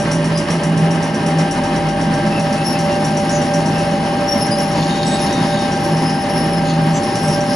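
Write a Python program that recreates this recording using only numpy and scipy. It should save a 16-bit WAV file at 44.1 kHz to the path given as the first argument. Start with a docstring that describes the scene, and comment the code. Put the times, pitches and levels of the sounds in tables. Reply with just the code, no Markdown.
"""A wire-belt conveyor runs in a factory, heard from beside its sprocket shaft. From the start, rods
tick onto the sprockets about eight times a second over a bed of motor hum, drive whine, booming steel
housing and rushing air. From about 2.3 s the belt scrapes along its guides and its wires stick and slip
into rasps, chirps and pings, with the sharpest squeak at 4.3 s and a long squeal from 4.9 s. Near 6.6 s
the ticks briefly sink away; a hard scrape follows, then a last few pings as the belt runs on."""
import sys
import numpy as np
from scipy import signal
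from scipy.fft import rfft, irfft
from scipy.io import wavfile

SR = 44100
rng = np.random.default_rng(int(sys.argv[2]) if len(sys.argv) > 2 else 0)


def store_pcm(level_fs):
    """Save levels as 16-bit WAV."""
    pcm = np.round(np.clip(level_fs, -1, 1) * 32767).astype(np.int16)
    wavfile.write(sys.argv[1], SR, np.atleast_2d(pcm).T)


N = 332955
TIME = np.arange(N) / SR
FREQS = np.arange(N // 2 + 1) * SR / N
ROD_PERIOD_S, WHINE_HZ, HIGH_CUT_HZ = .1275, 790.35, 11100

# Table levels are relative; the functions set the mix.
# the belt surges and slackens, so ticks fall off the beat: time_s, lag_s, level_db
BELT_SURGE = [(0, -0.016, -17), (.63, -0.0045, -18), (0.849, 0.018, -23), (1.298, -.015, -19.5),
              (2.28, -0.032, -23.5), (2.949, -0.012, -17), (3.399, -0.024, -17), (3.849, -0.045, -21),
              (4.198, -0.039, -31), (4.5, 0.0082, -17), (4.95, -0.014, -26), (5.119, -0.037, -17.5),
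              (5.65, -0.017, -23.5), (6.101, -0.026, -20), (6.601, 0.031, -47), (7.15, 0.015, -16.5),
              (7.55, 0.0088, -24)]
# tone of a struck rod's chatter: frequency_hz, level_db
CHATTER_EQ = [(2000, -20), (4000, -9), (5200, -12), (5700, 6), (6050, 0), (6500, -7), (8500, 2),
              (11500, -5.5)]
# partials of a rod's clink: pitch_hz, t60_s, level_db
CLINK_MODES = [(5550, 0.15, 1), (5690, 0.23, -0.5), (5930, 0.13, -8), (5930, 0.076, -31)]
# loud squeaks of wires on the guides: start_s, length_s, pitch_hz, fundamental_db, octave_db
LOUD_CHIRPS = [(.35, 0.055, 5040, -30, -41), (2.316, .089, 2670, -30.5, -45), (2.57, .062, 2650, -33, -59),
               (2.65, 0.096, 5450, -26.5, -32), (2.74, 0.027, 2690, -25.5, -50),
               (2.898, 0.061, 2760, -28.5, -29), (3.75, 0.1, 2676, -33, -49),
               (4.283, 0.071, 5550, -19, -29.5), (4.413, 0.058, 5260, -27.5, -31),
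               (4.508, 0.047, 4990, -28, -32), (4.575, 0.057, 5470, -28.5, -34),
               (4.89, 0.78, 3690, -33, -60), (5.208, .061, 5260, -30, -28), (6.052, 0.11, 5210, -32, -40),
               (6.33, 0.15, 5350, -31.5, -36), (6.524, 0.073, 5220, -24, -39), (7.2, 0.044, 5520, -36, -35)]
# single wires ringing: start_s, length_s, pitch_hz, level_db
WIRE_PINGS = [(3.318, 0.055, 6690, -32), (3.326, 0.1, 6010, -33), (5.057, 0.13, 7830, -32.5),
              (6.934, .09, 7540, -36), (6.936, 0.064, 6000, -35), (6.95, .06, 6650, -40),
              (7.226, 0.11, 8050, -36)]
# dry wires chafing on the edge of a squeak: time_s, level_db
CHAFE_FADER = [(0, -62), (2.1, -74), (2.3, -46.5), (2.7, -40), (3.1, -46), (4.1, -44), (4.45, -36),
               (4.8, -43), (5.35, -39.5), (6.45, -39.5), (6.8, -47), (7.1, -35), (7.55, -38)]
# the belt dragging along its guide: time_s, level_db
SCRAPE_FADER = [(0, -58), (2, -65), (2.4, -42), (4.7, -43), (4.78, -34), (5.6, -36), (5.8, -41), (6.6, -51),
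                (6.69, -29), (6.8, -44), (7.55, -39)]
# resonances of the guide rail: pitch_hz, width_hz, level_db
GUIDE_MODES = [(1700, 1000, -7), (2720, 280, -3.5), (3630, 490, -0.5), (4270, 710, 3), (6600, 900, -2),
               (8900, 2000, -9)]
# steady tones of motor, gearbox and drive: pitch_hz, level_db
HUM_TONES = [(49.7, -42), (99.6, -47), (116.5, -57), (216.4, -37), (316.3, -38), (349.6, -36),
             (366.2, -35.5), (399.6, -39.5), (432.8, -44), (565.9, -40), (952, -52), (1846, -48.5),
             (2911, -63), (2948, -47.5)]
# the drive's whine: time_s, level_db
WHINE_FADER = [(0.0, -27.5), (0.12, -45), (0.42, -44), (0.88, -29.5), (1.16, -34), (1.32, -28),
               (2.5, -28.5), (2.9, -27), (7.55, -27.5)]
# the housing's low boom: time_s, level_db
BOOM_FADER = [(0.0, -20.5), (0.67, -19), (0.82, -12), (1.22, -23), (1.39, -15), (1.64, -30), (1.74, -20),
              (3.53, -23), (3.57, -18.5), (4.08, -23.5), (4.29, -34.5), (4.9, -16.5), (4.98, -30),
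              (5.03, -18.5), (5.32, -34), (5.42, -18.5), (5.66, -29), (5.95, -16.5), (6.29, -35.5),
              (6.35, -19.5), (6.94, -16), (7.02, -32), (7.25, -17), (7.55, -27)]
# the housing's higher drone: time_s, level_db
DRONE_FADER = [(0, -24.5), (1, -29.5), (2.3, -26), (3.2, -23), (4, -22.5), (5.3, -25), (6.5, -28),
               (7.55, -24.5)]
# weaker resonances of the housing: pitch_hz, width_hz, level_db
PANEL_MODES = [(98, 12, -42.5), (120.3, 10, -37.5), (208.4, 8.6, -27.5), (255, 28.5, -27), (281, 11, -40.5),
               (596.4, 56, -32), (823, 21, -35.5), (925, 26, -38), (1764, 220, -41), (2920, 350, -40.5),
               (5200, 1500, -65), (6520, 24, -83), (9165, 26, -47)]
# tone of the rush of air and machinery: frequency_hz, level_db
AIR_EQ = [(25, -21), (60, -13), (140, -1), (230, 1.5), (350, -3), (520, -7.5), (750, -10), (1000, -10.5),
          (1400, -15), (2000, -15), (3600, -25), (5400, -23), (6500, -35), (8500, -35), (10800, -32)]
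# how alike left and right are, from 0 to 1: frequency_hz, likeness
STEREO_LIKENESS = [(30, .996), (130, .985), (400, .98), (650, .88), (1000, .55), (1400, .1), (1800, .55),
                   (2400, .27), (3300, .22), (4100, .68), (5000, .5), (6500, .88), (7500, .5), (8400, .8),
                   (11000, .8)]
# balance of the two microphone ports: frequency_hz, left_minus_right_db
STEREO_BALANCE = [(50, 0), (160, -.9), (500, -.7), (1000, .4), (1600, -1.2), (2200, 1), (3200, 1.8),
                  (4200, .9), (5400, 4.3), (6400, 0), (7700, 1.3), (9000, 0)]
# phase between the two ports: frequency_hz, left_lead_rad
STEREO_PHASE = [(500, 0), (1200, .6), (1600, -.2), (2400, .4), (3100, 1.1), (4000, .15), (5500, .6),
                (6300, 0), (7100, -.2), (7700, -2), (8700, -3.3), (9600, -6.2), (10500, -6.5),
                (11400, -9.3)]


def rod_ticks(chatter_db=-10.5, strike_s=0.036, tail_db=-2, tail_s=0.062, rattle_db=-1.5,
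              bright_db=-3.0, dull_db_per_s=1.2, clink_db=-6.5, uneven_db=1.9, colour_db=-1.9):
    """Each rod snaps onto the sprocket teeth, clinks and chatters; duller as the microphone turns away."""
    body, edge, clink = np.zeros((3, N))
    starts, levels_db = rod_timing()
    chances = rng.standard_normal((len(starts), 2 + len(CLINK_MODES)))
    for start, level_db, (force, colour, *detunes) in zip(starts, levels_db, chances):
        on = (TIME >= start) & (TIME < start + .2)
        age, peak_db = TIME[on] - start, level_db + uneven_db * force
        blow = undb(peak_db) * (np.exp(-age / strike_s) + undb(tail_db) * np.exp(-age / tail_s))
        body[on] += blow
        edge[on] += blow * undb(bright_db - dull_db_per_s * start + colour_db * colour)
        for (hz, t60, mode_db), detune in zip(CLINK_MODES, detunes):
            rod_hz = hz * (1 + 0.0067 * detune)  # no two rods are tuned quite alike
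            decay = undb(peak_db + mode_db - 60 * age / t60)
            clink[on] += decay * np.sin(2 * np.pi * (rod_hz * age + detune))
    grit = unit(rng.standard_normal(N) * undb(rattle_db * drift(600)))
    ring, treble = unit(undb(eq_curve(CHATTER_EQ))), eq_curve([(6500, 0.58), (8500, 1.0)])
    chatter = shape(grit * body, ring * (1 - treble)) + shape(grit * edge, ring * treble)
    return undb(chatter_db) * chatter + undb(clink_db) * clink / len(CLINK_MODES) ** .5


def rod_timing():
    """When each rod meets the sprockets, and how hard: an even beat, shifted by the belt's surge."""
    time_s, lag_s, level_db = np.transpose(BELT_SURGE)
    beat = np.arange(0, N / SR, ROD_PERIOD_S)
    return beat + np.interp(beat, time_s, lag_s), np.interp(beat, time_s, level_db)


def wire_squeaks(jitter=0.007, bend=.008, rough_db=1.5, judder_db=1.6, chirp_db=-3.5,
                 neighbour_db=-5, detune=0.033, ping_jitter=0.0065, ping_fade_s=0.16):
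    """Stick and slip sets wires singing: rough chirps, each doubled by a nearby wire, and purer pings."""
    wobble = drift(330)
    grip = unit(undb(rough_db * drift(150) + judder_db * drift(28)))
    chirp_turn = 2 * np.pi * np.cumsum(1 + jitter * wobble + bend * drift(35.7)) / SR
    chirps = LOUD_CHIRPS + faint_chirps()
    wires = np.zeros(N)
    for (start, length, hz, root_db, octave_db), apart in zip(chirps, rng.standard_normal(len(chirps))):
        envelope = slip_envelope(start, length)
        on = envelope > 0
        for wire_hz, wire_db in ((hz, chirp_db), (hz * (1 + detune * apart), chirp_db + neighbour_db)):
            phase = wire_hz * chirp_turn[on]
            tone = undb(root_db) * np.sin(phase) + undb(octave_db) * np.sin(2 * phase)
            wires[on] += undb(wire_db) * envelope[on] * tone
    ping_turn = 2 * np.pi * np.cumsum(1 + ping_jitter * wobble) / SR
    for start, length, hz, db in WIRE_PINGS:
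        fade = np.exp(-np.abs(TIME - start) / ping_fade_s)
        wires += undb(db) * slip_envelope(start, length) * fade * np.sin(hz * ping_turn)
    return np.sqrt(2) * grip * wires


def faint_chirps(hz=5370, scatter_hz=120, length_s=0.099, delay_s=0.041, stray_s=0.034,
                 over_db=3.0, octave_db=-4.0, uneven_db=2.5):
    """Chirp cues: each rod slips a little after it seats, louder the more the wires chafe."""
    seats, _ = rod_timing()
    when, pitch, force = rng.standard_normal((len(seats), 3)).T
    starts = seats + delay_s + stray_s * when
    chafe_db = np.interp(starts + length_s / 2, *np.transpose(CHAFE_FADER))
    levels_db = chafe_db + over_db + uneven_db * force
    return [(start, length_s, pitch_hz, db, db + octave_db)
            for start, pitch_hz, db in zip(starts, hz + scatter_hz * pitch, levels_db)]


def slip_envelope(start, length, edge_s=0.021):
    """One slip of a wire builds up, holds and dies."""
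    attack = np.clip((TIME - start) / edge_s + .5, 0, 1)
    release = np.clip((start + length - TIME) / (2 * edge_s) + .5, 0, 1)
    return attack * release


def wire_chafe(hz=5400, width_hz=420, octave_db=-4, grain_db=3, judder_db=4.5):
    """Slips too irregular to make a tone excite the wires' resonance and its octave as a rasp."""
    slips = rng.standard_normal(N) * undb(grain_db * drift(600) + judder_db * drift(25))
    wire = resonance(hz, width_hz) + undb(octave_db) * resonance(2 * hz, 2 * width_hz) / np.sqrt(2)
    return fader(CHAFE_FADER) * unit(shape(slips, wire))


def guide_scrape(judder_db=1.3, grain_db=4.5):
    """Dense tiny slips of the juddering belt ring its guide rail."""
    judder = undb(judder_db * drift(49))
    slips = judder * rng.standard_normal(N) * undb(grain_db * drift(690))
    rail = sum(undb(db) * resonance(hz, width) / np.sqrt(width) for hz, width, db in GUIDE_MODES)
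    return fader(SCRAPE_FADER) * unit(shape(slips, rail))


def motor(waver_db=2.97, whine_trim_db=3.0, octave_db=-39.5, swell_db=1.5):
    """Shaft and gears hum at one slightly unsteady speed; the drive whines, with a wavering octave."""
    turn = 2 * np.pi * np.cumsum(1 + 0.00039 * drift(3.0)) / SR
    hum = sum(undb(db + waver_db * drift(1.4)) * np.sin(hz * turn + rng.uniform(0, 2 * np.pi))
              for hz, db in HUM_TONES)
    whine = fader(WHINE_FADER, whine_trim_db) * np.sin(WHINE_HZ * turn)
    octave = undb(octave_db + swell_db * drift(2.7) + waver_db * drift(25)) * np.sin(2 * WHINE_HZ * turn)
    return np.sqrt(2) * (hum + pan(whine, left_db=5.5) + pan(octave, left_db=-3.5))


def housing(boom_trim_db=-0.5, drone_trim_db=-1.0):
    """Sheet steel booms and drones; weaker panels rumble underneath."""
    direct, diffuse = (throb(hz=161.6, wander_hz=3.23, rate_hz=13.1, flutter=0.39) for _ in range(2))
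    boom = fader(BOOM_FADER, boom_trim_db) * widen(direct, diffuse)
    drone = fader(DRONE_FADER, drone_trim_db) * throb(hz=584.0, wander_hz=2.6, rate_hz=15.9, flutter=0.67)
    power = sum(undb(db) ** 2 * unit(np.abs(resonance(hz, width))) ** 2 for hz, width, db in PANEL_MODES)
    rumble = shape(stereo_noise(), np.sqrt(power))
    return boom + pan(drone, left_db=-3.5) + rumble


def throb(hz, wander_hz, rate_hz, flutter):
    """A sharp resonance, unevenly driven, so its pitch wanders and its level swells and dips."""
    phase = 2 * np.pi * np.cumsum(hz + wander_hz * drift(rate_hz)) / SR
    return unit(np.sin(phase) * (1 + flutter * np.tanh(drift(rate_hz))))


def air_rush(level_db=-21.5, flicker_db=1.12, rattle_db=2):
    """A broad wash of fans and machinery; in the top end the wire mesh rattles finely."""
    room = standing_waves(spacing_hz=22, depth_db=2.6)
    rush = unit(shape(stereo_noise(), room * undb(eq_curve(AIR_EQ))))
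    mesh = shape(rush, eq_curve([(2500, 0), (5000, 0.44)]))
    gain = undb(level_db + flicker_db * drift(16.4))
    rattle = unit(undb(rattle_db * drift(170)))
    return gain * (rush - mesh + mesh * rattle)


def standing_waves(spacing_hz, depth_db):
    """Reflections favour some frequencies and cancel others: a still ripple, absent in the bass."""
    knots = np.arange(0, SR / 2, spacing_hz)
    ripple = np.interp(FREQS, knots, rng.standard_normal(len(knots)))
    return undb(depth_db * ripple * eq_curve([(200, 0), (900, 1.0)]))


def steel_walls(x, t60_s, wet_db):
    """Steel walls add a short dense tail, different on each side."""
    t = TIME[:SR // 2]
    tails = rng.standard_normal((2, len(t))) * undb(-60 * t / t60_s)
    wet = np.array([signal.fftconvolve(x, tail / np.linalg.norm(tail))[:N] for tail in tails])
    return x + undb(wet_db) * wet


def widen(direct, diffuse):
    """Stereo image: narrow in the bass, wider where reflections take over."""
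    alike = np.sqrt(np.clip(eq_curve(STEREO_LIKENESS), 0, 1))
    mid = shape(direct, np.sqrt((1 + alike) / 2))
    side = shape(diffuse, np.sqrt((1 - alike) / 2))
    return np.array([mid + side, mid - side])


def stereo_noise():
    """White noise with the room's width."""
    return widen(*rng.standard_normal((2, N)))


def pan(x, left_db):
    """Put a sound left (positive) or right."""
    return x * undb(np.array([[left_db], [-left_db]]) / 2)


def drift(rate_hz):
    """Smooth random modulation of rms 1, changing about rate_hz times a second."""
    return unit(shape(rng.standard_normal(N), np.exp(-(FREQS / rate_hz) ** 2)))


def resonance(hz, width_hz):
    """Gain of a steep resonant peak."""
    return 1 / (1 + 1j * (FREQS - hz) / (.78 * width_hz)) ** 2


def fader(points, trim_db=0):
    """Gain at every sample, riding through (time_s, level_db) points."""
    return undb(np.interp(TIME, *np.transpose(points)) + trim_db)


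def eq_curve(points):
    """(frequency_hz, value) points joined on a log-frequency axis."""
    hz, value = np.transpose(points)
    return np.interp(np.log(FREQS + 1), np.log(hz + 1), value)


def shape(x, gain):
    """Filter by a gain for each frequency."""
    return irfft(rfft(x) * gain, N)


def undb(db):
    """Decibels to gain."""
    return 10 ** (np.asarray(db) / 20)


def unit(x):
    """Scale to rms 1."""
    return x / np.sqrt(np.mean(x ** 2))


def scene():
    """Ticks up close and nearly dry, belt friction further back, all over the machine's drone."""
    near = steel_walls(rod_ticks(), t60_s=0.046, wet_db=-24.0)
    far = steel_walls(wire_squeaks() + wire_chafe() + guide_scrape(), t60_s=0.11, wet_db=-6.5)
    return near + far + motor() + housing() + air_rush()


def record(dry):
    """The two microphone ports differ in level and phase; the top end is cut steeply."""
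    left_gain = undb(eq_curve(STEREO_BALANCE) / 2) * np.exp(.5j * eq_curve(STEREO_PHASE))
    ports = shape(dry, np.array([left_gain, 1 / left_gain]))
    high_cut = signal.ellip(10, .2, 80, HIGH_CUT_HZ, fs=SR, output="sos")
    return signal.sosfilt(high_cut, ports)


dry = scene()
out = record(dry)
store_pcm(out)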